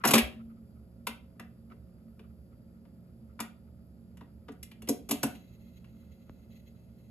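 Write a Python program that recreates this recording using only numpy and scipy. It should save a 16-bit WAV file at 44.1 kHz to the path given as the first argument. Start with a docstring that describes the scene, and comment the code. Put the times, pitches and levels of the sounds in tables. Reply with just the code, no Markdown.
"""Record changer cycle

A record rattles down the spindle and the metal deck bounces in its wooden cabinet. Cams click the levers
among faint squeaks, and the cycle ends in clunks as the needle starts to rub in the groove; later it pops
once. Motor hum and rumble lie underneath, in a small room, with the treble widened in stereo."""
import sys
import numpy as np
from scipy import signal
from scipy.fft import rfft, irfft
from scipy.io import wavfile

SR = 44100
rng = np.random.default_rng(int(sys.argv[2]) if len(sys.argv) > 2 else 0)


def to_wav(sig):
    """Store sig (one row per channel, or 1-D mono) as 16-bit WAV at the path in sys.argv[1].

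    Samples outside -1..1 are clipped; the rate is SR.
    """
    pcm = np.clip(np.atleast_2d(sig), -1, 1) * 32767
    pcm = np.round(pcm).astype(np.int16)
    wavfile.write(sys.argv[1], SR, pcm.T)  # frames by channels


N = 313110


def from_db(db):
    return 10 ** (np.asarray(db) / 20)


def unit_rms(x):
    return x / np.sqrt(np.mean(x ** 2) + 1e-20)


def at_hz(curve, hz):
    return np.interp(np.log(hz), np.log(np.array(curve)[:, 0]), np.array(curve)[:, 1])


def butter(x, hz, kind, order=2):
    return signal.sosfilt(signal.butter(order, hz, kind, fs=SR, output="sos"), x)


def pan(left_over_right_db):
    return from_db(left_over_right_db * np.array([[.5], [-.5]]))


def drift(rate_hz):
    """A smooth random wander with a spread of 1."""
    r = np.exp(-80 * np.pi * rate_hz / SR)
    slow = signal.lfilter([1], [1, -2 * r, r * r], rng.standard_normal(N // 40 + 2002))[2000:]
    return np.interp(np.arange(N) / 40, np.arange(len(slow)), unit_rms(slow))


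def resonance(x, hz, width_hz):
    """A two-pole peak with unity gain at its centre."""
    r = np.exp(-np.pi * width_hz / SR)
    poles = [1, -2 * r * np.cos(2 * np.pi * hz / SR), r * r]
    return signal.lfilter([(1 - r * r) / 2, 0, (r * r - 1) / 2], poles, x)


def ring(force, modes):
    """A force rings a body's modes; the longer the decay, the narrower the peak."""
    return sum(from_db(db) * t60 * resonance(force + 1e-18, hz, np.log(1000) / np.pi / t60) * (-1) ** k
               for k, (hz, db, t60) in enumerate(modes))


def swells(cues):
    """Bell-shaped swells of level, one for each cue."""
    t = np.arange(N) / SR
    return sum(from_db(db) * np.exp(-.5 * (1000 * (t - s) / spread_ms) ** 2) for s, db, spread_ms in cues)


def ringing_noise(peaks):
    """Grainy stereo noise rings small parts."""
    grains = rng.standard_normal((2, N))
    return unit_rms(sum(from_db(db) * resonance(resonance(grains, hz, 3 * width), hz, width)
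                        for hz, width, db in peaks))


# Tone of the room and microphone noise: (frequency [Hz], relative density [dB])
RUMBLE_SPECTRUM = [(20, -46.5), (35, -15.5), (65, -3.5), (225, -4), (294, -16), (533, -17), (890, -35.5),
                   (1750, -39), (4500, -45.5), (7300, -47.5), (9500, -49), (12300, -37.5), (15000, -45)]
# How alike its two sides sound: (frequency [Hz], correlation [0-1])
RUMBLE_LIKENESS = [(60, 0.92), (180, 0.77), (550, 0.55), (1650, 0.09), (4970, 0.05), (15000, 0.1)]
# Balance of rumble, hum and drone: (frequency [Hz], left over right [dB])
BED_PAN = [(60, -4.5), (240, -2.5), (950, 3.5), (3770, 1.5), (15000, 0.5)]
def room_rumble(level_db=-58, flicker_db=0.67):
    """Bass-heavy room tone in half-octave bands, each with its own flicker, width and pan."""
    out, edges = 0, 20 * 2 ** np.arange(0, 10, .5)
    white = rng.standard_normal((2, 2, N))
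    for k, (low, high) in enumerate(zip(edges, edges[1:])):
        mid, side = butter(white[k % 2], [low, high], "band")
        hz = np.sqrt(low * high)
        alike = at_hz(RUMBLE_LIKENESS, hz)
        band = np.sqrt(1 + alike) * mid + np.sqrt(1 - alike) * side * [[1], [-1]]
        gain = from_db(at_hz(RUMBLE_SPECTRUM, hz) + flicker_db * drift(rate_hz=14))
        out = out + band * gain * pan(at_hz(BED_PAN, hz))
    return from_db(level_db) * unit_rms(out)


# The motor's hum tones: (frequency [Hz], level [dB])
HUM_TONES = [(120, -61.5), (180, -61), (300, -81.5), (360, -76), (420, -81), (540, -76), (600, -91.5),
             (660, -85), (1420, -93)]
def motor_hum(waver_db=1.5):
    """The mains hums in the motor: steady pitches that waver a little in level."""
    t, out = np.arange(N) / SR, np.zeros((2, N))
    for hz, db in HUM_TONES:
        tone = np.sqrt(2) * np.sin(2 * np.pi * (hz * t + rng.random()))
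        out += tone * from_db(db + waver_db * drift(rate_hz=2.5)) * pan(at_hz(BED_PAN, hz))
    return out


# Resonances of the shaken case: (frequency [Hz], width [Hz], level [dB])
DRONE_BANDS = [(70, 13, -58.5), (224.3, 14, -58.5), (269, 5, -74.5), (4700, 450, -87.5), (7450, 250, -94)]
def case_drone():
    """The running gear shakes the case at random."""
    out = np.zeros((2, N))
    for hz, width, db in DRONE_BANDS:
        shake = unit_rms(resonance(resonance(rng.standard_normal(N), hz, width), hz, 2 * width))
        out += shake * from_db(db) * pan(at_hz(BED_PAN, hz))
    return out


# Voice of the chatter and short rings: (frequency [Hz], width [Hz], relative level [dB])
RING_PEAKS = [(1290, 170, 0), (1140, 42, -14), (1900, 500, -13)]
# Bounce and squeak cues: (time [s], level [dB])
RING_CUES = [(0.015, -55), (.41, -63), (0.511, -66), (.58, -75.5), (0.769, -78.5), (1.72, -57), (2.25, -68),
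             (2.31, -76), (2.77, -76), (3.305, -72)]
def bounces_and_squeaks(chatter_db=-85.5, wander_db=5, spread_ms=9):
    """Short rings near 1.3 kHz over a chatter: the deck bouncing after the drop, later faint squeaks."""
    chatter = from_db(chatter_db + wander_db * drift(rate_hz=30))
    rings = swells([(s, db, spread_ms) for s, db in RING_CUES])
    return (chatter + rings) * ringing_noise(RING_PEAKS)


# The needle's voice: (frequency [Hz], width [Hz], relative level [dB])
NEEDLE_PEAKS = [(2090, 130, 1.5), (2650, 126, -1), (3290, 50, -1.5), (3910, 130, 0.5), (4100, 140, -3.5),
                (6590, 240, -4), (12490, 650, -5), (2850, 930, -6)]
# Rough patches of groove: (time [s], level [dB], spread [ms])
GROOVE_SWISHES = [(5.3, -64.5, 88), (5.77, -70.5, 15), (6.12, -76.5, 16.2), (6.52, -69.5, 14),
                  (6.58, -69.5, 28), (6.68, -76, 12)]
def needle_rub(start_s=4.9, rise_s=.4, level_db=-75, fade_db_per_s=2, wander_db=3):
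    """The needle rubs its groove: it fades in, slowly eases and swishes over rough patches."""
    since = np.maximum(np.arange(N) / SR - start_s, 0)
    rub = np.minimum(since / rise_s, 1) * from_db(level_db - fade_db_per_s * since)
    wander = from_db(wander_db * drift(rate_hz=18))
    return (rub + swells(GROOVE_SWISHES)) * wander * ringing_noise(NEEDLE_PEAKS)


# Dust under the needle: (time [s], level [dB], dull above [Hz])
DUST_SPECKS = [(6.296, -37.5, 900)]
def dust_pop():
    """A speck sends one dull pulse through the loudspeaker cones."""
    out = np.zeros(N)
    for s, db, dull_hz in DUST_SPECKS:
        swell = 2 * np.pi * dull_hz * np.maximum(np.arange(N) / SR - s, 0)
        out += from_db(db) * swell * np.exp(1 - swell)
    return butter(out, 60, "high")


# Low thuds under the drop and the pop: (time [s], pitch [Hz], level [dB], t60 [s])
THUD_CUES = [(0.078, 145, -26.5, .12), (0.132, 125, -28, .12), (0.225, 63.4, -25.5, 0.21),
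             (.36, 227.3, -39.5, 0.94), (6.297, 196, -23.5, 0.022), (6.3, 66, -35.5, 0.1)]
def deck_thuds():
    """The sprung deck settles and sets the case humming in low rings that swell and die."""
    out = np.zeros(N)
    for s, hz, db, t60 in THUD_CUES:
        t = np.maximum(np.arange(N) / SR - s, 0)
        attack = 1 - np.exp(-t * hz)
        out += from_db(db - 60 * t / t60) * attack * np.sin(2 * np.pi * hz * t)
    return out


def blow_forces(cues, knock_hz, thump_hz, rise_ms, decay_ms, swell_ms, roughness=3.2):
    """Knock, clank, tick and thump drives: each blow is a short rattle of contacts and a slower push."""
    forces, t_ms = np.zeros((4, N)), np.arange(4000) / SR * 1000
    for s, *levels_db in cues:
        contacts = 1.44 * np.tanh(2.5 * rng.standard_normal((2, len(t_ms))))   # no contact sticks out
        rattle = contacts[0] * (1 - np.exp(-t_ms / rise_ms)) ** 1.8 * np.exp(-t_ms / decay_ms)
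        # where a blow lands picks the pitches that speak
        knock = resonance(resonance(rattle, knock_hz, 1500), knock_hz, 1500)
        swell = t_ms / swell_ms
        grit = roughness * butter(contacts[1], 2500, "low")
        push = (np.sin(2 * np.pi * thump_hz * t_ms / 1000) + grit) * swell * np.exp(1 - swell)
        at = round(s * SR)
        forces[:, at:at + len(t_ms)] += from_db(levels_db)[:, None] * [knock, rattle, rattle, push]
    return forces


# Ring of the metal deck: (frequency [Hz], level [dB], t60 [s])
DECK_MODES = [(624.3, -10.5, 0.41), (755, 9, 0.064), (1314, -5.5, 0.17), (2420, -7, 0.0017),
              (2774, 0, 0.045), (3850, -6.5, 0.018)]
# Ring of the wooden case: (frequency [Hz], level [dB], t60 [s])
CASE_MODES = [(143, -9.5, .08), (226.9, -5.5, .18), (250.4, -4, 0.065), (285, -3, 0.075), (359, 0.5, .07),
              (433, -0.5, .07), (509, -1.5, .06), (709, -3.5, 0.11)]
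# The record rattles down and lands: (time [s], knock [dB], clank [dB], tick [dB], thump [dB])
RECORD_DROP = [(0.037, -13.5, -44, -37.5, -32), (0.048, -13.5, -32.5, -23, -23),
               (0.071, -30, -27.5, -19.5, -51), (0.082, -20.5, -24, -27.5, -22.5),
               (0.106, -17.5, -22.5, -20.5, -29.5), (0.134, -11, -10.5, -15, -17.5),
               (0.151, -14.5, -38, -21.5, -22.5), (0.177, -23.5, -12.5, -21, -30)]
# Cams trip the levers: (time [s], knock [dB], clank [dB], tick [dB], thump [dB])
LEVER_CLICKS = [(1.068, -25.5, -28, -32.5, -43), (1.395, -36.5, -88, -52, -50),
                (1.699, -59.5, -88, -79, -53.5), (1.718, -53, -79, -80, -62), (2.192, -52.5, -57, -70, -56),
                (2.851, -59.5, -78, -85, -59), (3.391, -34, -67, -58, -41.5), (3.401, -28, -36, -33, -45.5),
                (4.17, -53, -57, -61, -65), (4.518, -65, -69, -61.5, -68), (4.628, -63, -46, -40.5, -66),
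                (4.713, -52, -46, -59, -70), (4.819, -49.5, -48.5, -51, -50.5),
                (5.842, -55.5, -60, -72, -85)]
# Heavy parts knock as the gear unmeshes: (time [s], knock [dB], clank [dB], tick [dB], thump [dB])
GEAR_CLUNKS = [(4.207, -43.5, -68, -67, -56.5), (4.482, -36, -52, -61, -43), (4.872, -41, -38.5, -49, -47),
               (4.886, -28, -33, -21.5, -27), (5.088, -32.5, -40.5, -32, -36),
               (5.108, -21.5, -25, -20, -29), (5.229, -19.5, -34, -21, -26.5),
               (5.347, -51.5, -48, -58, -63)]
def changer_blows():
    """Record, levers and gear strike the metal deck, tick brightly and thump the wooden case."""
    knock, clank, tick, thump = (
        blow_forces(RECORD_DROP, knock_hz=780, thump_hz=210, rise_ms=4.5, decay_ms=6.6, swell_ms=3.5)
        + blow_forces(LEVER_CLICKS, knock_hz=1105, thump_hz=225, rise_ms=2.05, decay_ms=4.64, swell_ms=5.5)
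        + blow_forces(GEAR_CLUNKS, knock_hz=740, thump_hz=269, rise_ms=4.17, decay_ms=5.14, swell_ms=5))
    strike = from_db(13.5) * knock + from_db(12) * butter(clank, [1700, 3300], "band")
    deck = strike + from_db(25.5) * ring(strike, DECK_MODES)
    ticks = from_db(7) * butter(tick, 4400, "high", order=4) + from_db(9.5) * resonance(tick, 11500, 3500)
    case = from_db(32) * ring(butter(thump, 670, "low"), CASE_MODES)
    return deck * pan(3) + ticks + case   # the deck sits slightly left


# The small room's reverb bands: (centre [Hz], relative level [dB], t60 [s])
REVERB_BANDS = [(180, -1, 0.37), (497, 3, 0.32), (1160, 0.5, 0.12), (2090, 3, .3), (5000, 1, 0.13),
                (11074, -3, 0.24)]
def room_reverb(source, side_db=-1.5, onset_s=0.0013):
    """Dense reflections die band by band: mono in the bass, wide above."""
    t = np.arange(SR // 2) / SR
    reflections = 0
    for hz, db, t60 in REVERB_BANDS:
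        band = butter(rng.standard_normal((2, len(t))), [hz / 1.954, min(hz * 1.8, .45 * SR)], "band")
        reflections = reflections + band * from_db(db - 60 * t / t60)
    mid, side = reflections * np.minimum(t / onset_s, 1)
    side = from_db(side_db) * butter(side, 700, "high", order=1)
    tail = np.array([mid + side, mid - side])
    tail = tail / np.sqrt(np.sum(tail ** 2) / 2)
    return signal.fftconvolve(source.mean(axis=0)[None], tail, axes=1)[:, :N]


def scene():
    """The blows and their reverb sit up front, over the bed and the small details."""
    blows = changer_blows()
    reverb = from_db(-6.5) * room_reverb(blows)
    bed = room_rumble() + motor_hum() + case_drone()
    return bed + bounces_and_squeaks() + needle_rub() + dust_pop() + deck_thuds() + blows + reverb


def record(dry, crossover_hz=5830, lead_ms=.059, lag_ms=.22, top_hz=13100, cutoff_hz=16400):
    """Stereo widening: left lows slightly early, left treble a late, inverted copy of the right."""
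    hz = np.fft.rfftfreq(N, 1 / SR)
    left, right = rfft(dry)
    treble_share = 1 / (1 + (crossover_hz / (hz + 1)) ** 12)
    early, late = np.exp(2j * np.pi * hz * np.array([[lead_ms], [-lag_ms]]) / 1000)
    left = np.sqrt(1 - treble_share) * early * left - np.sqrt(treble_share) * late * right
    stereo = irfft(np.array([left, right]), N)
    top_drop = signal.ellip(7, .5, 29, top_hz, fs=SR, output="sos")   # the air drops by 29 dB or more
    top_cut = signal.cheby2(12, 70, cutoff_hz, fs=SR, output="sos")
    return signal.sosfilt(top_cut, signal.sosfilt(top_drop, stereo))


dry = scene()
out = record(dry)
to_wav(out)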